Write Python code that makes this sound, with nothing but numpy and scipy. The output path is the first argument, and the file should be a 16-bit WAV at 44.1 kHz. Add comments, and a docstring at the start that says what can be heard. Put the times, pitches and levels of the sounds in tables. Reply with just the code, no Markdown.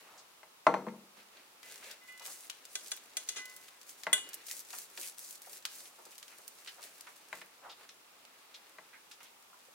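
"""Hands rub a wet marinade over a raw duck on a steel tray, on a quiet sheltered veranda.
The palms smear the paste in strokes that fizz with tiny bursting films; wet skin smacks and trapped air
squelches out. The shifting bird makes the tray tick, knock and ring. Near the start a glass bowl is set
down on the wooden table and rocks. Now and then a sleeve or apron brushes past."""
import sys
import numpy as np
from scipy import signal
from scipy.io import wavfile

SR = 44100
rng = np.random.default_rng(int(sys.argv[2]) if len(sys.argv) > 2 else 0)


def output_pcm(signal):
    """Save a mono or channel-first signal as 16-bit PCM at the path in sys.argv[1].

    Samples are clipped to [-1, 1] before scaling.
    """
    pcm = np.clip(np.atleast_2d(signal).T, -1, 1) * 32767
    wavfile.write(sys.argv[1], SR, np.round(pcm).astype(np.int16))


N = 429534   # about 9.7 seconds
CUTOFF_HZ = 16000   # top of the treble


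def from_db(db):
    """Turn decibels into a number to multiply a sound by."""
    return 10 ** (np.asarray(db) / 20)


def rms_one(x):
    """Scale a sound so that its average power is 1."""
    return x / np.sqrt(np.mean(x ** 2) + 1e-20)


def at_hz(points, hz):
    """Look up a table's value at a pitch, blending between its rows."""
    pitches, values = np.transpose(points)
    return np.interp(np.log(hz), np.log(pitches), values)


def add(out, start_s, sound):
    """Mix a sound into `out` at the given time."""
    i = max(round(start_s * SR), 0)
    out[:, i:i + sound.shape[-1]] += sound[..., :N - i]


def pan(db):
    """Left and right gains that make the left side `db` louder."""
    return from_db(np.array([[db], [-db]]) / 2)


def cut(x, hz, kind, order=2):
    """Keep the "low" part, the "high" part or a "band" of a sound."""
    sections = signal.butter(order, np.clip(hz, 10, .47 * SR), kind, fs=SR, output="sos")
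    return signal.sosfilt(sections, x + 1e-18)


def ranges(x, splits_hz):
    """Split a sound into pitch ranges, low to high."""
    inner = [cut(x, band, "band", order=4) for band in zip(splits_hz, splits_hz[1:])]
    return [cut(x, splits_hz[0], "low", order=4), *inner, cut(x, splits_hz[-1], "high", order=4)]


def set_range_levels(sound, splits_hz, levels_db):
    """Give each pitch range of a hit its own level over the first 30 ms."""
    head = round(.03 * SR)
    return sum(from_db(db) * part / np.sqrt(np.mean(part[:, :head] ** 2))
               for part, db in zip(ranges(sound, splits_hz), levels_db))


def drift(per_s):
    """A wandering curve that heads for a new random value `per_s` times a second."""
    return np.interp(np.arange(N) * per_s / SR, np.arange(4096), rng.standard_normal(4096))


# How alike left and right are for nearby sounds (1 = the same): pitch_hz, likeness
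NEAR_LIKENESS = [(100, 1), (400, 1), (1000, 0.81), (2500, 0.35), (7000, 0.37), (15000, 0.12)]
def shaped_noise(spectrum, n, likeness=NEAR_LIKENESS, envelope=lambda hz: 1):
    """Stereo noise built from half-octave bands, each with its own level and shape in time."""
    out, white = 0, rng.standard_normal((2, 2, n))
    edges_hz = 22 * 2 ** np.arange(0, 9.6, .5)
    for k, band in enumerate(zip(edges_hz, edges_hz[1:])):
        mid, side = cut(white[k % 2], band, "band")
        hz = np.sqrt(band[0] * band[1])
        alike = np.clip(at_hz(likeness, hz), -1, 1)
        stereo = np.sqrt(1 + alike) * mid + np.sqrt(1 - alike) * side * [[1], [-1]]
        out = out + from_db(at_hz(spectrum, hz)) * envelope(hz) * stereo
    return rms_one(out)


def ringing(notes, t, likeness=NEAR_LIKENESS, scatter_db=1):
    """A struck object's own notes: pure tones that each drop 60 dB in fade_s seconds."""
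    out = 0
    for k, (hz, db, fade_s) in enumerate(notes):
        phase_gap = np.arccos(np.clip(at_hz(likeness, hz), -1, 1)) * rng.choice([-1, 1])
        stereo = np.sin(2 * np.pi * hz * t + phase_gap * np.array([[.5], [-.5]]))
        gain = from_db(db + rng.normal() * scatter_db - 60 * t / fade_s)
        out = out + (-1) ** k * gain * stereo
    return out


# How long the table and veranda take to die away: pitch_hz, fade_s
TAIL_FADES = [(150, 1), (400, 0.69), (900, 0.43), (2500, 0.31), (6000, 0.38), (15000, 0.17)]
def hit_noise(spectrum, t, crack_s, tail_db, likeness=NEAR_LIKENESS):
    """The noisy part of a hit: a short crack, then a tail that dies sooner in the treble."""
    def envelope(hz):
        return np.exp(-t / crack_s) + from_db(tail_db - 60 * t / at_hz(TAIL_FADES, hz))
    return shaped_noise(spectrum, len(t), likeness, envelope)


def with_echoes(x, echo_db, fade_s):
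    """Add scattered echoes off the table top, wall and roof."""
    t = np.arange(SR // 2) / SR
    envelope = (from_db(-60 * t / fade_s) + 9.6 * np.exp(-t / 0.00047)) * (t > .001)
    echoes = cut(rng.standard_normal((2, len(t))) * envelope, 7300, "low", order=1)
    echoes /= np.sqrt(np.sum(echoes ** 2) / 2)
    return x + from_db(echo_db) * signal.fftconvolve(x, echoes, axes=1)[:, :x.shape[1]]


# The background hush, from bass to treble: pitch_hz, level_db
AIR_SPECTRUM = [(15, -57), (25, -27.5), (150, -11), (309, -3.5), (416, -3), (1160, 2.5), (1650, -5),
                (2110, -1.5), (10700, -9.5), (14800, -11), (16000, -18)]
# How alike its left and right sides are: pitch_hz, likeness
AIR_LIKENESS = [(60, 0.79), (200, 0.93), (500, -0.015), (1200, 0.13), (3000, -0.26), (15000, 0.026)]
def veranda_air():
    """The soft hush of the veranda, with a faint wavering tone in it."""
    hush = from_db(-61) * shaped_noise(AIR_SPECTRUM, N, AIR_LIKENESS)
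    tone = from_db(-82.5) * rms_one(cut(rng.standard_normal(N), [847, 883], "band"))
    return hush + tone


# The sound of rubbing cloth: pitch_hz, level_db
CLOTH_SPECTRUM = [(200, -22), (500, -7), (750, 0), (1250, 0), (1800, -11), (4000, -24), (16000, -45)]
# A sleeve or apron brushes past: start_s, level_db, length_s
CLOTH_BRUSHES = [(0.03, -60.5, 0.24), (2.201, -55.5, 0.046), (2.249, -56, 0.087), (7.614, -53.5, 0.14),
                 (7.78, -64, 0.099)]
def cloth():
    """Cloth brushes past in a soft swell of noise."""
    out = np.zeros((2, N))
    for start_s, db, length_s in CLOTH_BRUSHES:
        progress = np.arange(round(length_s * SR)) / (length_s * SR)
        swell = np.sin(np.pi * progress ** .7)
        add(out, start_s, from_db(db) * shaped_noise(CLOTH_SPECTRUM, len(swell)) * swell)
    return out


# The noise of knocked wood: pitch_hz, level_db
WOOD_SPECTRUM = [(110, -46), (190, -13), (500, -12), (900, -8), (1500, -15.5), (2200, -30), (2900, -14),
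                 (4400, -26.5), (8000, -30), (16000, -58)]
# The notes of the knocked table: pitch_hz, level_db, fade_s
TABLE_NOTES = [(154.5, -17.5, 0.47), (193.5, -13.5, .55), (323.7, -11.5, .42), (360.3, -22.5, 0.71),
               (480.5, -9, 0.29), (615, 4, 0.103), (676, 1, 0.14), (795, 0, .15), (880, 4.5, 0.11),
               (930, -3, .26), (1040, 8.5, 0.056), (1095, 0, 0.17), (1163, 2, 0.089), (1362, -3.5, 0.15),
               (2020, -9.5, 0.16), (2200, -8.5, 0.05)]
# Knocks on the table: start_s, level_db, rattle_db (compared with the knock)
TABLE_KNOCKS = [(0.431, -60, -1), (0.667, -20.5, -14), (0.74, -32, -11.5), (0.867, -44.5, -17),
                (0.884, -55, -1), (0.939, -59.5, -19), (4.0675, -40, 1), (7.328, -49.5, 4.5),
                (7.4175, -61.5, 5), (8.7847, -57, 2)]
def table_knocks():
    """The bowl lands and rocks on the wooden boards; later the tray bumps them."""
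    out, t = np.zeros((2, N)), np.arange(SR) / SR
    click = 1. * (t == 0)
    thud = from_db(-2) * rms_one(cut(cut(click, 870, "low"), 620, "high"))
    for start_s, db, rattle_db in TABLE_KNOCKS:
        ring = from_db(4) * rms_one(ringing(TABLE_NOTES, t))
        crack = hit_noise(WOOD_SPECTRUM, t, crack_s=.004, tail_db=-17.5)
        knock = cut(thud + crack + ring, 120, "high", order=3)
        levels_db = db + np.array([-14, 0, rattle_db, -12 + 0.85 * rattle_db])   # bass to treble
        add(out, start_s, set_range_levels(knock, (450, 1600, 2550), levels_db))
    return out * pan(2.8)


# The deep notes of the table top: pitch_hz, level_db, fade_s
BOOM_NOTES = [(153, -16, .4), (198, -3, .42), (226, -1, .37), (325, -20, .55), (404, -14, .35),
              (493, 0, .22)]
# Bumps that set them going: start_s, level_db
TABLE_BOOMS = [(0.67, -48), (0.867, -39.5), (0.965, -67), (1.169, -67), (4.134, -69)]
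def table_booms():
    """A bump shakes the whole table top, which gives a low boom."""
    out, t = np.zeros((2, N)), np.arange(SR) / SR
    rise = 1 - np.exp(-t / .004)
    for start_s, db in TABLE_BOOMS:
        add(out, start_s, from_db(db) * ringing(BOOM_NOTES, t) * rise)
    return out * pan(2.8)


# The notes of the glass bowl: pitch_hz, level_db, fade_s
GLASS_NOTES = [(2062, 0, .17), (2153, -4, .26), (2420, -7, .18), (4290, -10, .24), (6070, -14, .28),
               (11000, -22, .2)]
# The bowl's foot touches the table: start_s, level_db
BOWL_LANDINGS = [(0.668, -40), (0.741, -46.5), (0.876, -55)]
def bowl():
    """The glass bowl rings faintly each time its foot touches down."""
    out, t = np.zeros((2, N)), np.arange(SR // 2) / SR
    for start_s, db in BOWL_LANDINGS:
        add(out, start_s, from_db(db) * ringing(GLASS_NOTES, t))
    return out * pan(2.8)


# The noise of tapped steel: pitch_hz, level_db
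STEEL_SPECTRUM = [(180, -26), (300, -11), (1500, -9), (2000, -17), (3500, 0), (4600, -7.5), (9000, 3.5),
                  (16000, -9)]
# The short notes of the tray's rim: pitch_hz, level_db, fade_s
RIM_NOTES = [(616, -12, 0.16), (1055, -20, 0.37), (1510, -4.5, 0.15), (2007, 6.5, 0.089),
             (2920, -11.5, 0.5), (3360, -5, 0.29), (3400, 8, 0.11), (3540, -3, 0.16), (3860, -21, .2),
             (4242, -24, .17), (4670, -23, 0.32), (6300, -17, 0.22), (7040, -9, 0.2), (7700, -3, .1),
             (7854, -10, .2), (8300, -3, .13), (8592, -9, .16), (8900, -1, 0.13), (9600, -6, 0.12),
             (10470, -20, .16), (13600, -15, .08)]
# How alike left and right are for a tap: pitch_hz, likeness
TAP_LIKENESS = [(300, 1), (1000, 0.71), (2200, 0.59), (3000, -0.093), (5000, -0.59), (8000, -0.29),
                (15000, -0.5)]
# A tap's seven pitch ranges, low to high: level_db
TAP_RANGES_DB = [-20.5, -11.5, -8, -1, -2.5, -10.5, -15.5]
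# Taps on the rim: start_s, level_db, hardness_db (extra per range going up), dip_db (near 5 kHz),
# ring_db, tail_db, rise_s (a slow rise sounds like a scrape)
RIM_TAPS = [(2.7534, -41, -0.8, 1, -9, -19, 0.00019), (2.9167, -41, -0.6, 0.5, -7, -19, 0.00018),
            (3.1686, -39, 0.5, 1.5, -10, -18.5, 0.00012), (3.2876, -41, 1, -2, -19, -16.5, 0.00026),
            (3.358, -45, -3, 0, -4, -18, 0.015), (4.129, -26.5, 0.5, 14, -2.5, -17.5, 0.0005),
            (4.177, -52, -3.5, 8, 4, -18, 0.001)]
def tray_taps():
    """As the bird shifts, the steel rim gives short, bright taps that echo off the table top."""
    out, t = np.zeros((2, N)), np.arange(round(.8 * SR)) / SR
    splits_hz = (1400, 2500, 4050, 6700, 9600, 12700)
    steps = np.arange(7) - 3   # ranges, counted from the one at 5 kHz
    echo_s = .00248
    for start_s, db, hardness_db, dip_db, ring_db, tail_db, rise_s in RIM_TAPS:
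        rise = 1 - np.exp(-t / rise_s)
        crack = rise * hit_noise(STEEL_SPECTRUM, t, 0.0038 + rise_s, tail_db, TAP_LIKENESS)
        echo = .5 * np.roll(crack, round(echo_s * SR), axis=1)
        levels_db = db + np.array(TAP_RANGES_DB) + hardness_db * steps - dip_db * (steps == 0)
        ring = from_db(db + ring_db) * rise * ringing(RIM_NOTES, t, TAP_LIKENESS, scatter_db=1.5)
        add(out, start_s, set_range_levels(crack + echo, splits_hz, levels_db) + ring)
    return out * pan(1.5)


# The longer notes of the whole tray: pitch_hz, level_db, fade_s
TRAY_NOTES = [(1055, -24, 1.4), (1505, -8, 0.83), (2018, 7, 0.61), (2460, -3, .25), (2923, -6.5, 0.63),
              (3400, -12, 0.45), (3860, -20, 0.18)]
# Shoves on the tray: start_s, level_db, hardness_db (extra per octave going up)
TRAY_SHOVES = [(1.63, -62, 2), (2.01, -63, 1), (2.082, -53, 2), (2.209, -62.5, 23), (3.291, -62, 25),
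               (3.378, -48, -8), (4.13, -57, 0)]
def tray_ringing():
    """A shove sets the whole tray ringing; a harder contact favours the higher notes."""
    out, t = np.zeros((2, N)), np.arange(round(.8 * SR)) / SR
    rise = 1 - np.exp(-t / .004)
    for start_s, db, hardness_db in TRAY_SHOVES:
        notes = [(hz, note_db + hardness_db * np.log2(hz / 2000), fade_s)
                 for hz, note_db, fade_s in TRAY_NOTES]
        add(out, start_s, from_db(db) * ringing(notes, t) * rise)
    return out


# Paste squeezed between fingers and flesh: start_s, level_db, pitch_hz, length_s, width_octaves
PASTE_SQUEEZES = [(0.175, -57, 5400, 0.034, 0.98), (1.817, -54.5, 1780, 0.032, 1.6),
                  (3.14, -70, 493, 0.029, 1.4), (4.5, -50, 2040, 0.02, 0.38), (4.732, -49, 1250, 0.017, 2),
                  (4.977, -55, 660, 0.022, 2.1), (5.02, -51.5, 2600, 0.042, 0.57),
                  (5.652, -46.5, 1390, 0.013, 0.81), (5.446, -58, 1900, .013, 0.48),
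                  (5.469, -58, 690, 0.02, 1), (5.983, -60.5, 745, 0.041, 2),
                  (6.064, -52.5, 575, 0.0065, 1.4), (6.122, -56.5, 2520, 0.013, 1),
                  (6.319, -61, 1690, 0.048, .9), (6.386, -60.5, 670, 0.031, 1.8),
                  (6.673, -45.5, 2840, 0.02, 1.65), (6.78, -54.5, 930, 0.025, 1.5),
                  (7.065, -52.5, 1370, 0.036, 1.3), (7.415, -42, 1840, 0.0028, 0.55),
                  (7.639, -55, 885, 0.051, 0.82), (7.692, -53.5, 3620, 0.045, 0.96),
                  (7.89, -51, 2970, 0.0093, 1.8), (8.54, -51.5, 3600, 0.023, 1.15),
                  (8.928, -55, 1710, 0.044, 0.65), (9.112, -53.5, 3380, 0.028, 2.4),
                  (9.203, -56.5, 1380, 0.018, 1.8), (9.243, -65, 2900, 0.065, 1.2),
                  (9.53, -58.5, 1130, 0.023, 0.33), (9.679, -62.5, 400, 0.015, 1.5)]
def squelches():
    """Trapped air bubbles out through the paste; the pitch sinks as the air pocket opens."""
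    out = np.zeros((2, N))
    glide_octaves = -.2   # in each length_s
    for start_s, db, hz, length_s, width_octaves in PASTE_SQUEEZES:
        progress = np.arange(round(3 * length_s * SR)) / (length_s * SR)
        clicks = rng.standard_normal(2 * len(progress)) ** 3   # cubing makes noise spiky
        pocket = cut(clicks, hz * 2 ** (np.array([-.5, .5]) * width_octaves), "band")
        speed = 2 ** (glide_octaves * (progress - .5))
        sinking = np.interp(np.cumsum(speed), np.arange(len(pocket)), pocket)
        swell = (progress / .25) * np.exp(1 - progress / .25)
        add(out, start_s, from_db(db) * rms_one(sinking) * swell)
    return with_echoes(out, echo_db=-2.5, fade_s=0.15)


def snap(hz):
    """A film of paste snaps: one sharp click and a quick trail of smaller ones."""
    t = np.arange(SR // 4) / SR
    first_share, trail_s = .26, 0.0064
    clicks = rng.standard_normal((2, len(t))) ** 3 * np.exp(-t / trail_s)
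    trail = with_echoes(clicks[0] + 0.97 * clicks[1] * [[1], [-1]], echo_db=-10.5, fade_s=0.41)
    sound = np.sqrt(first_share) * rms_one(1. * (t == 0)) + np.sqrt(1 - first_share) * rms_one(trail)
    sound = cut(sound, [hz / 1.77, min(hz * 1.77, CUTOFF_HZ)], "band", order=1)
    sound = cut(sound, 350, "high")
    return sound / np.sqrt(np.mean(sound[:, t < .03] ** 2))


# Wet skin pulls away from the hand: start_s, level_db, pitch_hz, left_over_right_db
SKIN_SMACKS = [(1.171, -70, 1220, -20), (1.631, -57.5, 2920, 2), (1.6607, -75, 8000, 0),
               (1.682, -70, 8000, 2), (1.758, -57, 4800, 1), (1.913, -53, 4550, 4), (2.177, -59.5, 6540, 2),
               (2.197, -55.5, 4500, 3), (2.2459, -68, 6900, -1), (2.2623, -50, 7500, 4),
               (2.4988, -43.5, 3660, 3.5), (2.653, -53.5, 5430, 2), (2.862, -55.5, 4500, -3),
               (2.965, -56, 12000, -8), (2.974, -56, 4000, 3), (3.237, -63, 12400, -7),
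               (3.4556, -52, 6260, -1), (3.5638, -53, 11100, -1), (3.683, -57.5, 2370, 3),
               (3.8147, -57.5, 5530, -1), (4.035, -47.5, 3640, 1.5), (4.2905, -52.5, 10000, -3),
               (4.3332, -50.5, 5000, 2), (4.3425, -44.5, 12300, -1), (4.4667, -54, 10900, 6),
               (4.4984, -51, 7500, 2), (4.5124, -43.5, 6570, 1), (4.5235, -50, 9000, 1),
               (4.6034, -54, 11700, 3), (4.65, -61, 6000, 4), (4.786, -46, 10100, 2),
               (4.8174, -57, 8740, -5), (4.9759, -47.5, 2860, 0), (4.998, -50, 10100, 0),
               (5.0136, -49, 6760, 1), (5.031, -49, 7000, 6), (5.1835, -53, 11000, 6),
               (5.1925, -51, 9600, 1), (5.308, -50, 10800, 2), (5.355, -57, 6000, -1),
               (5.4195, -53.5, 9000, 0), (5.5313, -53.5, 8240, 3), (5.653, -38.5, 3970, 1),
               (6.0533, -58.5, 7000, -1), (6.181, -53.5, 7340, 1), (6.2284, -53, 3200, -2),
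               (6.281, -58, 3440, 3), (6.479, -49, 9450, -4), (7.0088, -52, 6000, 2), (7.07, -62, 1800, -7),
               (7.416, -57.5, 1890, -4), (8.252, -61.5, 3020, -5), (8.935, -70, 1790, 2),
               (9.1138, -58, 3400, -7), (9.205, -64, 1600, -2)]
def smacks(fizz):
    """Skin smacks as the hand lifts; it also sticks and lets go at random, louder with more fizz."""
    out = np.zeros((2, N))
    for start_s, db, hz, side_db in SKIN_SMACKS:
        add(out, start_s, from_db(db) * snap(hz) * pan(side_db))
    from_s, until_s, sticks_per_s = 1.6, 9.7, 8
    count = round(sticks_per_s * (until_s - from_s))
    starts_s = rng.uniform(from_s, until_s, count)
    for start_s, (size, pitch, side) in zip(starts_s, rng.standard_normal((count, 3))):
        hz = min(6000 * 2 ** (pitch / 2), 13000)
        gain = from_db(-63.5 + 1.5 * size) * (fizz[int(start_s * SR)] / from_db(-64)) ** 0.66
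        add(out, start_s, gain * snap(hz) * pan(2 * side))
    return out


# Light rubbing by the hand that stays on the bird: time_s, friction_db
LIGHT_RUB = [(0, -62.5), (.5, -78.5), (1.5, -73), (2.3, -68.5), (3.1, -65.5), (3.8, -69), (5.5, -72.5),
             (7.0, -67), (8.0, -73), (8.25, -68.5), (8.7, -67.5), (9.05, -73), (9.74, -75)]
# How wet that rubbing is: time_s, wetness_db (fizz compared with friction)
LIGHT_RUB_WETNESS = [(0, -3), (1.6, -1), (3.1, -0.5), (6.4, 7.5), (8.3, -7.5), (9.7, 5)]
# Strokes of the palm: start_s, length_s, friction_db, wetness_db
PALM_STROKES = [(1.157, 0.034, -53, -7), (1.302, 0.12, -59, -13), (1.617, 0.26, -56.5, 3),
                (1.815, 0.12, -51.5, -2), (2.049, 0.039, -64, 8), (2.205, 0.13, -59.5, 12.5),
                (2.231, 0.23, -67, 17), (2.674, 0.12, -69, 17), (2.78, 0.16, -64.5, 12),
                (3.148, 0.22, -67.5, 9), (3.468, 0.21, -69, 11.5), (3.856, 0.042, -63, 16.5),
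                (3.962, 0.041, -74, 20), (4.214, 0.24, -58, -9), (4.434, 0.17, -59.5, 14.5),
                (4.647, 0.096, -63, 11), (4.693, 0.14, -59.5, 14), (4.893, 0.049, -60, 4.5),
                (4.95, 0.14, -57.5, 13), (5.16, 0.19, -63.5, 16), (5.424, 0.068, -65.5, 12.5),
                (5.483, 0.086, -59, 10.5), (5.676, 0.2, -61, 12.5), (6.076, 0.05, -74.5, 17),
                (6.25, 0.083, -63, 3), (6.546, 0.11, -64.5, 6), (6.672, 0.082, -74.5, 14),
                (6.813, 0.019, -47, 3.5), (6.92, 0.04, -71.5, 17), (7.06, 0.042, -66, 8),
                (7.2, 0.069, -69, -1), (7.294, 0.096, -59, 2.5), (7.758, 0.089, -60.5, -3),
                (9.184, 0.062, -62.5, 2)]
def hand_motion():
    """How strong the skin friction and wet fizz are over time, as the palm lands, slows and lifts."""
    clock, t = np.arange(N) / SR, np.arange(SR // 2) / SR
    land_s, slow_db_per_s, lift_s = 0.058, 25.5, 0.029
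    light_db = np.interp(clock, *np.transpose(LIGHT_RUB))
    light_fizz_db = light_db + np.interp(clock, *np.transpose(LIGHT_RUB_WETNESS))
    power = from_db([light_db, light_fizz_db]) ** 2
    for start_s, length_s, db, wetness_db in PALM_STROKES:
        press = np.minimum(t / land_s, 1) * from_db(-slow_db_per_s * t)
        lift = np.exp(-np.maximum(t - length_s, 0) / lift_s)
        add(power, start_s, (from_db([[db], [db + wetness_db]]) * press * lift) ** 2)
    return np.sqrt(power)


# The sound of smeared paste, for both crackle and rubbing: pitch_hz, level_db
PASTE_SPECTRUM = [(100, -22), (300, -6), (500, 2.5), (1200, -15.5), (2100, 2), (3500, -15.5), (7000, 0.5),
                  (12000, -2), (16000, -7.5)]
def crackle(bursts_per_s, spread_db):
    """Countless tiny films of paste burst in clumps, each giving a very short tick."""
    out, clumps = np.zeros((2, N)), from_db(2.5 * drift(70))
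    for hz in np.geomspace(1800, 14000, num=8):
        bursts = rng.random(N) < bursts_per_s / 8 * clumps / SR
        sizes = from_db(spread_db * np.minimum(rng.exponential(1, N), 4.5)) * rng.choice([-1, 1], N)
        ticks = cut(bursts * sizes, [hz / 1.7, hz * 1.7], "band", order=1)
        ticks *= from_db(at_hz(PASTE_SPECTRUM, hz) + 2 * drift(12))
        out += [ticks, np.roll(ticks, rng.integers(-1, 3))]
    return rms_one(with_echoes(out, echo_db=-4, fade_s=0.09))


def rubbing(friction, fizz):
    """The sliding palm: flesh rumbles low down, skin rubs in the middle and wet paste fizzes on top."""
    flesh = from_db(-66.5) * (friction / from_db(-60)) ** 0.83
    grip = drift(45)
    smear = shaped_noise(PASTE_SPECTRUM, N, envelope=lambda hz: from_db(.8 * grip + 1.5 * drift(40)))
    films = crackle(bursts_per_s=2200, spread_db=4.7)
    splits_hz, crackle_shares = (1400, 4500), (.1, .42, .6)   # crackle's part of each range's power
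    layers = zip(ranges(smear, splits_hz), ranges(films, splits_hz), crackle_shares)
    out = 0
    for gain, (hiss, ticks, share) in zip((flesh, friction, fizz), layers):
        out = out + gain * (np.sqrt(1 - share) * rms_one(hiss) + np.sqrt(share) * rms_one(ticks))
    return out * pan(0.62)


def scene():
    """Mix the veranda's hush, the things on the table and the working hands."""
    air = veranda_air()
    friction, fizz = hand_motion()
    clatter = table_knocks() + table_booms() + bowl() + tray_taps() + tray_ringing()
    hands = squelches() + cloth() + rubbing(friction, fizz) + smacks(fizz)
    return air + clatter + hands


def record(dry):
    """Cut away the very highest treble with a steep filter."""
    return signal.sosfilt(signal.ellip(10, .2, 70, CUTOFF_HZ, fs=SR, output="sos"), dry)


dry = scene()
out = record(dry)
output_pcm(out)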